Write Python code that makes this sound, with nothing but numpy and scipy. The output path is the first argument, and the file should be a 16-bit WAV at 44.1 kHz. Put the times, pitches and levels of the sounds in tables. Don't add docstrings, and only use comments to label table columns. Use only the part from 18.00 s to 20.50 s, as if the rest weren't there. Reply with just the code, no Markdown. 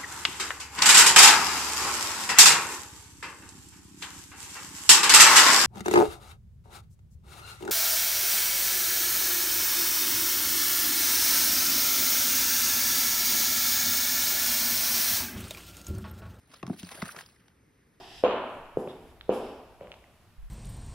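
import sys
import numpy as np
from scipy import signal
from scipy.fft import rfft, irfft
from scipy.io import wavfile
from scipy.ndimage import uniform_filter1d

SR = 44100
rng = np.random.default_rng(int(sys.argv[2]) if len(sys.argv) > 2 else 0)


def transcribe(u):
    v = np.clip(np.atleast_2d(u).T, -1, 1)
    q = np.round(v * 32767).astype(np.int16)
    wavfile.write(sys.argv[1], SR, q)


def voltage_ratio(decibels):
    exponent = np.asarray(decibels, float) / 20
    return 10 ** exponent


N = 110250

# [f/Hz, density level/dB]
AIR_SPECTRUM = [(25, -7), (60, -3), (200, -15), (500, -21.5), (1300, -23.5), (3300, -31.5), (7000, -38.5),
                (12000, -37.5), (15500, -44)]
# [f/Hz, level/dB]
AIR_SIDE_LEVEL = [(25, -10), (100, -15.5), (400, -13), (1500, -9), (5000, -1), (15000, -7.5)]
AIR_DB, FLUTTER_DB = -57.5, 5

# [t/s, rise/s, fall/s as 20 dB decay time, dull level/dB, bright level/dB]
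SWISHES = [
    (-.3, 0.501, 0.095, -56, -69.5),
    (.4, .15, 0.33, -85, -76.5),
    (0.759, 0.038, 0.3, -71, -69.5),
    (.878, 0.012, 0.19, -73, -91),
    (.96, 0.15, .1, -78, -78),
    (1.31, 0.033, 0.18, -58.5, -59.5),
    (2.32, 0.12, 0.43, -83, -81),
    (1.4, 0.062, 0.3, -66.5, -87),
]
# [f/Hz, width/Hz, level/dB]
FABRIC_BANDS = [
    [(1940, 500, -3), (3180, 1400, 3.5), (4810, 1050, 0.5), (7400, 620, -15)],
    [(10860, 2200, 2), (7410, 2800, 0.5), (13200, 2900, -8.5)],
]

# [t/s, level/dB, board f/Hz, crack level/dB, room level/dB]
HEEL_BLOWS = [
    (-.12, -32, 700, -8, 1.5),
    (-.2, -26.5, 389, -28, 3.5),
    (0.2379, -8, 524, -10.5, 2.5),
    (.2859, -26.5, 620, 7, 1),
    (0.7712, -14.5, 444.4, -32.5, -1.5),
    (0.8734, -30.5, 556, -10.5, -12),
    (1.2930, -10.5, 474, -26, 1),
    (1.8107, -33.5, 541, -18, 3.5),
]
THUD_LEVELS = [-36, -46, -25.5, -33, -9, -5, -23, -9]
EDGE_LEVELS = [-8, -19, 0, -3.5, 1, 14, 9, 7]
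# [f/Hz, level/dB, T60/s]
CRACK_MODES = [(880, 0.5, 0.0058), (1620, 0, 0.0014)]
# [f/Hz, level/dB, T60/s]
EDGE_MODES = [(2200, -1, 0.0027), (3000, -5.5, 0.0028), (4130, -13.5, 0.002)]
BOARD_T60_S, RISE_S = 0.018, 0.00061
KNOCK_LOW_SHARE = 0.26
BODY_HZ, BODY_DB, BODY_T60_S = 265, -21.5, 0.01
THUD_HZ, THUD_T60_S = 154.5, 0.043
TOUCH_S, TOUCH_DB = 0.011, -23
CRACK_SHADOW_DB = -27.5

# [f/Hz, level/dB, T60/s, side level/dB]
ROOM_DECAY = [(74.4, -21, 0.9, -30), (201, 6, 0.92, -37.5), (427, -14.5, 0.83, -14.5),
              (830, 4.5, 1.055, -16.5), (1850, 4, 1.276, -6), (3000, 9, 1.4, -1), (5000, 3.5, 0.61, -3),
              (10000, 9.5, 0.53, 20)]
# [f/Hz, level/dB, T60/s]
ROOM_MODES = [(204.2, -0.5, 0.33), (250, -9, 0.95), (379.5, -2.5, 0.73), (435.7, -6, 0.64),
              (503.6, 1, 0.37), (569.8, -3.5, 0.35), (639, -6.5, 0.76), (711, -5, 0.59), (778, -2.5, .9),
              (1005, -12, 1)]
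ROOM_DB, ROOM_MODES_DB, FIRST_ECHO_S, SPARSE_S = -26.5, -20.5, 0.0051, 0.06

# [t/s, level/dB, f/Hz, T60/s]
SOLE_TICKS = [(0.2377, -29.5, 3000, 0.0017), (0.875, -48, 2580, 0.0064), (0.8751, -44, 970, 0.01),
              (1.2926, -51, 2800, 0.0022), (1.8103, -47.5, 2200, 0.0027), (1.808, -45, 1300, 0.0023),
              (0.658, -45.5, 2450, 0.0025), (1.8717, -41.5, 1980, 0.002), (1.9183, -33.5, 2800, 0.0029),
              (1.926, -41, 2500, 0.0023), (1.941, -34, 2200, 0.001), (1.945, -47, 3270, 0.0015),
              (2.041, -54.5, 2060, 0.0088)]
# [f/Hz, level/dB, T60/s]
SNAP_MODES = [(1410, -1.5, 0.0033), (2320, -2.5, 0.0024), (3680, 0.5, 0.0046)]
TICK_RISE_S, TICK_ROOM_DB = 0.00015, -24
SNAP_S, SNAP_DB = 1.2107, -27
SCUFF_S, SCUFF_LENGTH_S, SCUFF_HZ, SCUFF_DB = 0.878, 0.045, 3550, -64

# [t/s, level/dB, f/Hz, lead of the right port/s]
AIR_PUFFS = [
    (.755, -52, 29.7, 0.019),
    (2.382, -43, 49.6, 0.0045),
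    (2.428, -40, 32.3, 0.011),
    (2.458, -47.5, 41.3, 0.0041),
]

PORT_LAG_S = 0.00009
PORT_HZ, PORT_WIDTH_HZ, PORT_DB = 10880, 930, 2.5
TOP_HZ = 15600
LR = np.array([[1], [-1]])


def curve(table, hz, col=1):
    table = np.array(table)
    return np.interp(np.log(hz), np.log(table[:, 0]), table[:, col])


def octave_share(f, hz):
    return np.cos(np.pi / 2 * np.clip(np.log2(f / hz), -1, 1)) ** 2


def band(x, hz, width):
    edges = [max(hz - width / 2, 10), min(hz + width / 2, 0.47 * SR)]
    sos = signal.butter(2, edges, "band", fs=SR, output="sos")
    return signal.sosfilt(sos, x)


def walk(rate):
    k = int(SR / rate)
    held = np.repeat(rng.standard_normal(N // k + 1), k)
    return 0.6 * uniform_filter1d(uniform_filter1d(held, k), k)[:N]


def ring(hz, t60, rise=0.00044):
    t = np.arange(4096) / SR
    return -np.sin(2 * np.pi * hz * t) * (1 - np.exp(-t / rise)) * voltage_ratio(-60 * t / t60)


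def chord(modes, rise=0.00048):
    return sum((-1) ** k * voltage_ratio(db) * ring(hz, t60, rise) for k, (hz, db, t60) in enumerate(modes))


def add(out, x, s):
    i = int(round(s * SR))
    a = max(i, 0)
    b = max(min(i + x.shape[-1], N), a)
    if b > a:
        out[..., a:b] += x[..., a - i:b - i]


def place(out, x, s, lag=PORT_LAG_S):
    add(out[0], x, s + lag / 2)
    add(out[1], x, s - lag / 2)


def air():
    f, out = np.fft.rfftfreq(N, 1 / SR) + 1, 0
    mid, side = rfft(rng.standard_normal((2, N))) * voltage_ratio(curve(AIR_SPECTRUM, f)) * (f > 14)
    both = mid + LR * side * voltage_ratio(curve(AIR_SIDE_LEVEL, f))
    for hz in 15.6 * 2 ** np.arange(11):
        flutter_db = FLUTTER_DB * (0.13 + 200 / hz) ** 0.5 * walk(5.98)
        out = out + irfft(both * octave_share(f, hz), N) * voltage_ratio(flutter_db)
    return out * voltage_ratio(AIR_DB) / np.sqrt(np.mean(out ** 2))


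def cloth():
    t, out = np.arange(N) / SR, 0
    shared, own = rng.standard_normal(N), rng.standard_normal(N)
    rub = shared + 0.58 * own * LR
    dull, bright = (sum(voltage_ratio(db) * band(rub, hz, width) * np.sqrt(SR / 2 / width) for hz, width, db in row)
                    for row in FABRIC_BANDS)
    for s, rise, fall, dull_db, bright_db in SWISHES:
        swell = np.clip((t - s) / rise, 0, 1)
        decay = voltage_ratio(-20 * np.clip(t - s - rise, 0, 9) / fall)
        out = out + swell * decay * (voltage_ratio(dull_db) * dull + voltage_ratio(bright_db) * bright)
    return out * voltage_ratio(0.51 * walk(49.15))


def echo():
    t = np.arange(2 ** 15 + 2 ** 14) / SR
    density = np.clip((t / SPARSE_S) ** 2 * 0.2 + 0.025, 0, 1)
    struck = rng.random(len(t)) < density
    hits = rng.standard_normal((2, len(t))) * struck / np.sqrt(density) * (t > FIRST_ECHO_S)
    f, spec, out = np.fft.rfftfreq(len(t), 1 / SR) + 1, rfft(hits), 0
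    for hz in 62.5 * 2 ** np.arange(9):
        decay = voltage_ratio(curve(ROOM_DECAY, hz) - 60 * t / curve(ROOM_DECAY, hz, col=2))
        mid, side = irfft(spec * octave_share(f, hz), len(t)) * decay
        out = out + mid + LR * side * voltage_ratio(curve(ROOM_DECAY, hz, col=3))
    loudest_db, modes = max(m[1] for m in ROOM_MODES), 0
    for hz, db, t60 in ROOM_MODES:
        turn = rng.random()
        modes = modes + voltage_ratio(db - loudest_db - 60 * t / t60) * np.sin(2 * np.pi * (hz * t + turn))
    out = out + voltage_ratio(ROOM_MODES_DB) * modes * (t > FIRST_ECHO_S)
    return out * voltage_ratio(ROOM_DB) * (t > FIRST_ECHO_S / 2)


def wet(x):
    return signal.fftconvolve(echo(), x[None], axes=1)


def steps():
    out = np.zeros((2, N))
    for (s, db, hz, crack_db, room_db), thud_db, edge_db in zip(HEEL_BLOWS, THUD_LEVELS, EDGE_LEVELS):
        body_db = BODY_DB - 20 * (s < 0)
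        board = ring(hz, BOARD_T60_S, RISE_S) + voltage_ratio(body_db) * ring(BODY_HZ, BODY_T60_S, RISE_S)
        high_pass = signal.butter(2, KNOCK_LOW_SHARE * hz, "high", fs=SR, output="sos")
        thud = voltage_ratio(thud_db) * ring(THUD_HZ, THUD_T60_S, 0.0069)
        knock = signal.sosfilt(high_pass, board) + thud
        crack = voltage_ratio(crack_db) * (chord(CRACK_MODES) + voltage_ratio(edge_db) * chord(EDGE_MODES))
        place(out, voltage_ratio(db + TOUCH_DB) * ring(hz, 0.06, 0.008), s - TOUCH_S)
        place(out, voltage_ratio(db + 7) * (knock + voltage_ratio(CRACK_SHADOW_DB) * crack), s)
        add(out, voltage_ratio(db + 0.5 + room_db) * wet(knock + crack), s)
    return out


def ticks():
    out, t = np.zeros((2, N)), np.arange(4096) / SR
    for s, db, hz, t60 in SOLE_TICKS:
        place(out, voltage_ratio(db + 11.5) * ring(hz, t60, TICK_RISE_S), s)
    place(out, voltage_ratio(SNAP_DB) * band(chord(SNAP_MODES, TICK_RISE_S), 2600, 3700), SNAP_S)
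    pressure = np.sin(np.pi * np.clip(t / SCUFF_LENGTH_S, 0, 1)) ** 0.5
    slide = band(rng.standard_normal(len(t)), SCUFF_HZ, 400) * pressure
    place(out, voltage_ratio(SCUFF_DB + 25) * slide, SCUFF_S)
    return out + voltage_ratio(TICK_ROOM_DB) * wet(out[0])[:, :N]


def bumps():
    out = np.zeros((2, N))
    for s, db, hz, lag in AIR_PUFFS:
        place(out, voltage_ratio(db + 10.5) * ring(hz, 0.16, 0.0061), s, lag)
    return out


def scene():
    return air() + cloth() + steps() + ticks() + bumps()


def roll_off(x):
    return signal.sosfilt(signal.butter(12, 15650, fs=SR, output="sos"), x)


def record(dry):
    heard = dry + (voltage_ratio(PORT_DB) - 1) * band(dry, PORT_HZ, PORT_WIDTH_HZ)
    low_pass = signal.ellip(8, 0.2, 60, TOP_HZ, fs=SR, output="sos")
    return roll_off(signal.sosfilt(low_pass, heard))


dry = scene()
out = record(dry)
transcribe(out)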